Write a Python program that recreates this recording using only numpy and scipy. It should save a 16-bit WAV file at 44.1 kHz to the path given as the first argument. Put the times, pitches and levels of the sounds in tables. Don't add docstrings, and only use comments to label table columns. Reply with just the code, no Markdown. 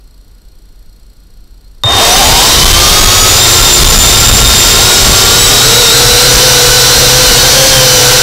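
import sys
import numpy as np
from scipy import signal
from scipy.fft import rfft, irfft
from scipy.io import wavfile
from scipy.ndimage import uniform_filter1d

SR = 44100
rng = np.random.default_rng(int(sys.argv[2]) if len(sys.argv) > 2 else 0)


def wrap_up_sound(samples):
    columns = np.atleast_2d(samples).T
    tamed = np.clip(columns, -1, 1)
    steps = np.round(tamed * 32767).astype(np.int16)
    wavfile.write(sys.argv[1], SR, steps)


N = 362502
T = np.arange(N) / SR
START_S = 1.8355
AGE = np.maximum(T - START_S, 0)

SHAFT_MULTIPLES = [1.5, 2, 3, 4, 6, 8, 9, 10, 11, 12, 14, 16, 24]
FAST_PAIR_DB = [-20.5, -17, -3.5, -15, -31, -1, -10, -19, -7, -13, -11.5, -0.5, -1.5]
SLOW_PAIR_DB = [-17, -13, -1.5, -9, -5.5, -3.5, -5, -8, -9, -6, -14, -15, -16]
# frequency in Hz, bandwidth in Hz, peak gain in dB.
FRAME_MODES = [(520, 230, 1), (757, 75, 5.5), (1210, 650, -1.5), (3103, 150, 7), (3770, 390, 3.5),
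               (5090, 890, 3.5), (6000, 270, 7), (7020, 600, 7)]
# time in s, shaft speed in Hz.
THROTTLE_CURVE = [(2.6, 377), (2.8, 397), (3.02, 419), (3.28, 428), (3.43, 461), (3.95, 446), (4.17, 458),
                  (4.7, 460), (5.3, 465), (5.6, 476), (5.9, 480), (6.3, 514), (6.85, 499), (7.3, 512),
                  (7.48, 508), (7.62, 548), (8.03, 501), (8.22, 520)]
# time in s, Hz under the throttle.
HOLD_BACK_CURVE = [(2.6, 35), (2.9, 40), (3.28, 61), (3.47, 102), (3.95, 92), (4.75, 104), (5.15, 82),
                   (5.42, 80), (5.8, 0)]
# overshoot time in s, overshoot speed in Hz,
# time at idle in s, idle speed in Hz, time the climb begins in s.
MOTOR_STARTS = [(1.93, 262, 2.03, 232, 2.06), (1.96, 385, 2.07, 260, 2.35), (1.97, 347, 2.04, 200, 2.26),
                (1.93, 270, 2.0, 222, 2.24)]
# speed trim on the ground in Hz, in flight in Hz, relative whine level in the
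# run-up in dB, on the ground in dB, in flight in dB, relative shaft imbalance in dB, relative blade thrum in dB.
MOTOR_SETTINGS = [(0, 1, -8.5, -12.5, -12.5, -13, -20), (-4, 14, -14.5, -15.5, -12, -9.5, -16.5),
                  (0, -11, -16, -16.5, -11, 1, -23), (-4, -49, -15, -28, -14.5, -3, -18)]
# centre in s, half length in s, then Hz added to each motor.
BALANCE_PUSHES = [(2.089, 0.049, -6, -26, 0, 10), (2.191, .045, 0, 0, 0.5, 44),
                  (4.908, 0.088, 18, 16, -3, -8), (5.421, 0.072, 24, 17, 0, 0),
                  (5.659, 0.026, 10, 38, 0, 8), (5.723, .025, -13, -5, 12, 8), (5.793, .03, 0, 4, 22, 28.5),
                  (5.88, .035, -22, -20, -6, 10), (5.97, .035, 0, 38, 0, 0), (6.12, 0.028, 0, 14, 0, 0),
                  (6.351, 0.046, -3, 22, -10, -14), (6.451, .035, 0, 0, 11.5, 8),
                  (6.718, 0.059, 14, -16, 0, 0), (6.971, .06, 6, 20, -6, 4),
                  (7.391, 0.042, 56, -52, -30, 44.5), (7.449, .02, 18, -25, 22, -0.5),
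                  (7.526, 0.024, 66, -15, -12, 0), (7.583, .035, 0, 0, 15.5, 10)]
# time in s, relative level in dB.
MESH_CURVE = [(1.92, -20), (2.12, -9), (2.55, -6.5), (2.8, -11), (3.45, 0.5), (4.3, 2), (5.2, -2),
              (6.25, 3), (6.7, -0.5), (7.38, 1.5), (8.22, -3)]
# frequency in Hz, relative density in dB.
WASH_COLOUR = [(60, -1), (150, -4.5), (290, -4), (410, 1), (560, -1), (800, -1), (1500, -4), (2400, -3),
               (3100, -1), (4100, 2), (5900, 2), (6700, -3), (7800, -2.5), (9500, -11.5), (15500, -16.5)]
# frequency in Hz, relative density in dB.
BUFFET_COLOUR = [(10, -12), (25, 4.5), (45, 2), (80, -4), (130, -9.5), (220, -15), (500, -32), (1500, -62)]
# centre in s, half length in s, relative level in dB.
GUSTS = [(2.28, 0.022, -8), (2.686, 0.13, 0), (3.017, .025, -5.5), (3.18, .08, -13), (3.974, 0.2, -2),
         (4.375, 0.22, -3.5), (4.804, .03, -4), (5.08, 0.063, -1.5), (5.685, .06, -12), (6.334, 0.063, -4),
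         (7.252, 0.31, -11), (7.802, 0.065, -11)]
# frequency in Hz, relative density in dB.
RATTLE_COLOUR = [(150, -20), (420, -2), (750, -4.5), (1100, 4.5), (1450, -10), (1950, -3), (2500, -41),
                 (6000, -45)]
# frequency in Hz, rms level before the input gain in dB.
HUM_TONES = [(40.8, -42), (47.5, -45), (81.6, -62)]
# frequency in Hz, rms level before the input gain in dB.
WHISTLE_TONES = [(1437, -73), (4253, -77), (4280, -63.5), (5685, -69), (7730, -81), (8533, -71),
                 (9970, -81), (11375, -73), (12812, -75)]
# frequency in Hz, relative density in dB.
TICK_COLOUR = [(2500, -26), (3700, -8), (4300, 6), (4550, -1), (4860, 4), (5200, -8), (5800, -5),
               (6500, -19), (7750, 5.5), (8400, -11), (10000, -11), (11300, -2), (13000, -4), (15500, -13)]
# frequency in Hz, relative density in dB.
AIR_COLOUR = [(10, 6), (20, 13.5), (45, -0.5), (80, -5), (130, -12.5), (200, -15), (450, -22), (700, -28.5),
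              (1500, -32), (2400, -36), (4200, -31), (6500, -39.5), (12000, -42), (15500, -49)]

RUN_UP_ENDS_S = (3.25, 3)
LIFT_OFF_S = (5.1, 5.95)
HOVER_HZ = 448
CATCH_HUNT, TRUE_HUNT, FLIGHT_HUNT, GROUND_SWAY, FLIGHT_SWAY = .075, 0.00099, 0.001983, .002, .008
LOCK_S = (1.97, 2.09)
HOLD_BACK_WANDER_HZ = 4
WHINE_RISE_DB, WHINE_RISE_S = 18, 0.1
WASH_DB, WASH_RISE_DB, WASH_RISE_S = -3, 35, 0.092
BUFFET_DB, BUFFET_SWING_DB = (-9, -12.5, -15.5), 1.5
RATTLE_DB, RATTLE_RISE_DB, RATTLE_RISE_S, RATTLE_FADE_DB_PER_S, RATTLE_LATE_DB = -7, 14.5, 0.089, 21.5, -32
SQUEAL_HZ, SQUEAL_START_DB, SQUEAL_LATE_DB, SQUEAL_SETTLE_S = 3672.3, -10.5, -19.5, 0.98
TICK_HZ, AIR_DB = 29.3, -38
TOP_HZ = 15700


def drone():
    rotors = four_rotors()
    whine = sum(sound for sound, _ in rotors)
    blades = [blade for _, blade in rotors]
    switch = np.clip((T - START_S) * SR / 16, 0, 1)
    return (whine + hiss(blades) + downwash() + rattle() + squeal() + kick() + moan()) * switch


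def four_rotors(strain_db_per_hz=0.14, swing_db=1.0):
    held_hz = curve(HOLD_BACK_CURVE) + HOLD_BACK_WANDER_HZ * by_stage(1, 1, 0) * walk(7)
    throttle_hz = curve(THROTTLE_CURVE)
    fast = (throttle_hz, FAST_PAIR_DB)
    slow = (throttle_hz - held_hz, SLOW_PAIR_DB)
    pushes = sum(np.outer(hz, swell(at_s, half_s)) for at_s, half_s, *hz in BALANCE_PUSHES)
    rotors = []
    for pair, motor, start, push_hz in zip([fast, fast, slow, slow], MOTOR_SETTINGS, MOTOR_STARTS, pushes):
        pair_hz, tones_db = pair
        ground_hz, flight_hz, run_up_db, ground_db, flight_db, imbalance_db, blade_db = motor
        command_hz = pair_hz + by_stage(ground_hz, ground_hz, flight_hz)
        shaft_hz = shaft_speed(command_hz, start, push_hz)
        load_db = by_stage(run_up_db, ground_db, flight_db) + strain_db_per_hz * push_hz + swing_db * walk(9)
        rotors.append(rotor(shaft_hz, tones_db, load_db, imbalance_db, blade_db))
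    return rotors


def rotor(shaft_hz, tones_db, load_db, imbalance_db, blade_db, flutter_db=2.0, wobble=0.37):
    shaft = angle(shaft_hz)
    blade = shaft / 4
    load = undb(load_db - WHINE_RISE_DB * settle(WHINE_RISE_S))
    mesh = undb(curve(MESH_CURVE))
    runout = wobble * np.sin(blade / 2)
    whine = undb(imbalance_db + 0.98 * walk(13)) * frame_gain(shaft_hz) * np.sin(shaft)
    for multiple, db in zip(SHAFT_MULTIPLES, tones_db):
        teeth = multiple / 8
        size = undb(db + flutter_db * walk(25)) * frame_gain(multiple * shaft_hz)
        if teeth % 1 == 0:
            size = size * mesh
        whine = whine + size * np.sin(multiple * shaft + teeth * runout)
    thrust = (shaft_hz / HOVER_HZ) ** 2
    blade_tone = np.sin(blade) + undb(-17.5) * np.sin(2 * blade)
    thrum = thrust * blade_tone * undb(2 * walk(12))
    return load * whine + undb(blade_db) * thrum, blade


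def shaft_speed(command_hz, start, push_hz, first_hz=160):
    over_s, over_hz, idle_s, idle_hz, climb_s = start
    starting = np.interp(T, [START_S, over_s, idle_s], [first_hz, over_hz, idle_hz])
    governed = np.interp(T, [climb_s, THROTTLE_CURVE[0][0]], [0, 1])
    hz = starting + governed * (command_hz - starting) + push_hz
    hunt = CATCH_HUNT * np.interp(T, LOCK_S, [1, 0]) + by_stage(TRUE_HUNT, TRUE_HUNT, FLIGHT_HUNT)
    sway = by_stage(GROUND_SWAY, GROUND_SWAY, FLIGHT_SWAY)
    return hz * (1 + hunt * walk(60) + sway * walk(14))


def frame_gain(hz, top_hz=8050):
    grid = np.geomspace(20, SR / 2, num=2000)
    power = 0
    for mode_hz, width_hz, db in FRAME_MODES:
        detuning = (grid ** 2 - mode_hz ** 2) / (grid * width_hz)
        power = power + undb(db) ** 2 / (1 + detuning ** 2)
    shell = 1 / (1 + (grid / top_hz) ** 50)
    return np.interp(hz, grid, np.sqrt(power * shell))


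def hiss(blades):
    chop = 1 + 0.12 * sum(np.cos(blade) for blade in blades)
    return noise(WASH_COLOUR) * chop * undb(WASH_DB - WASH_RISE_DB * settle(WASH_RISE_S) + .5 * walk(18))


def downwash(rise_db=22, rise_s=.25, flicker_db=2.14):
    steady = undb(by_stage(*BUFFET_DB) - rise_db * settle(rise_s) + BUFFET_SWING_DB * walk(9))
    gusts = sum(undb(db) * swell(at_s, half_s) for at_s, half_s, db in GUSTS)
    return noise(BUFFET_COLOUR) * np.hypot(steady, gusts) * undb(flicker_db * walk(18))


def rattle():
    fading_db = np.maximum(RATTLE_DB - RATTLE_FADE_DB_PER_S * AGE, RATTLE_LATE_DB)
    level_db = fading_db - RATTLE_RISE_DB * settle(RATTLE_RISE_S)
    return noise(RATTLE_COLOUR) * undb(level_db + 1.3 * walk(45))


def squeal():
    level_db = SQUEAL_LATE_DB + (SQUEAL_START_DB - SQUEAL_LATE_DB) * settle(SQUEAL_SETTLE_S)
    return np.sqrt(2) * undb(level_db + 0.65 * walk(30)) * np.sin(2 * np.pi * SQUEAL_HZ * T)


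def kick(ring_hz=108, peak_s=0.024, width_s=0.011, db=-5, snap_db=-8, snap_s=0.0016):
    shake = undb(db) * swell(START_S + peak_s, width_s) * np.sin(2 * np.pi * ring_hz * AGE)
    return shake + undb(snap_db) * settle(snap_s) * noise(WASH_COLOUR)


def moan(at_s=4.9, half_s=0.72, hz=422, waver_hz=14, db=-19):
    return undb(db + 3.3 * walk(20)) * swell(at_s, half_s) * np.sin(angle(hz + waver_hz * walk(30)))


def standby():
    return tones(HUM_TONES) + tones(WHISTLE_TONES) + ticks() + noise(AIR_COLOUR) * undb(AIR_DB)


def ticks(db=-50.0, half_s=0.0037, first_s=0.009):
    offset_s = (((T - first_s) * TICK_HZ + .5) % 1 - .5) / TICK_HZ
    fizz = noise(TICK_COLOUR)
    repeated = fizz[np.round(offset_s * SR).astype(int)]
    burst = np.exp(-(offset_s / half_s) ** 2)
    return (fizz + repeated) / np.sqrt(2) * burst * undb(db)


def bird(at_s=1.66, length_s=0.0223, hz=4250, glide_hz_per_s=9000, db=-51):
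    age = T - at_s
    pitch = hz + glide_hz_per_s * np.clip(age, -2 * length_s, 2 * length_s)
    return undb(db) * swell(at_s, length_s) * np.sin(angle(pitch))


def undb(db):
    return 10 ** (np.asarray(db) / 20)


def curve(rows):
    time_s, value = np.transpose(rows)
    return np.interp(T, time_s, value)


def by_stage(run_up, ground, flight):
    return np.interp(T, [*RUN_UP_ENDS_S, *LIFT_OFF_S], [run_up, ground, ground, flight])


def settle(time_s):
    return np.exp(-AGE / time_s)


def swell(at_s, half_s):
    return np.exp(-((T - at_s) / half_s) ** 2)


def walk(rate):
    hold = max(int(SR / rate), 2)
    steps = np.repeat(rng.standard_normal(N // hold + 1), hold)
    x = uniform_filter1d(steps, hold)[:N]
    return x / x.std()


def angle(hz):
    return 2 * np.pi * (np.cumsum(hz) / SR + rng.random())


def tones(rows):
    return sum(np.sqrt(2) * undb(db) * np.sin(2 * np.pi * (hz * T + rng.random())) for hz, db in rows)


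def noise(colour):
    hz, db = np.transpose(colour)
    bins = np.maximum(np.arange(N // 2 + 1) * SR / N, 1)
    gain = undb(np.interp(np.log(bins), np.log(hz), db))
    x = irfft(rfft(rng.standard_normal(N)) * gain, N)
    return x / x.std()


def scene():
    return np.tile(drone() + standby() + bird(), (2, 1))


def record(dry, ceiling=0.7, drive_db=2.0, low_cut_hz=12):
    clipped = np.clip(dry * undb(drive_db), -ceiling, ceiling)
    coupling = signal.butter(1, low_cut_hz, "high", fs=SR, output="sos")
    coupled = signal.sosfilt(coupling, clipped)
    treble_cut = signal.firwin(301, TOP_HZ, fs=SR)
    return signal.fftconvolve(coupled, treble_cut[None], "same", axes=1)


dry = scene()
out = record(dry)
wrap_up_sound(out)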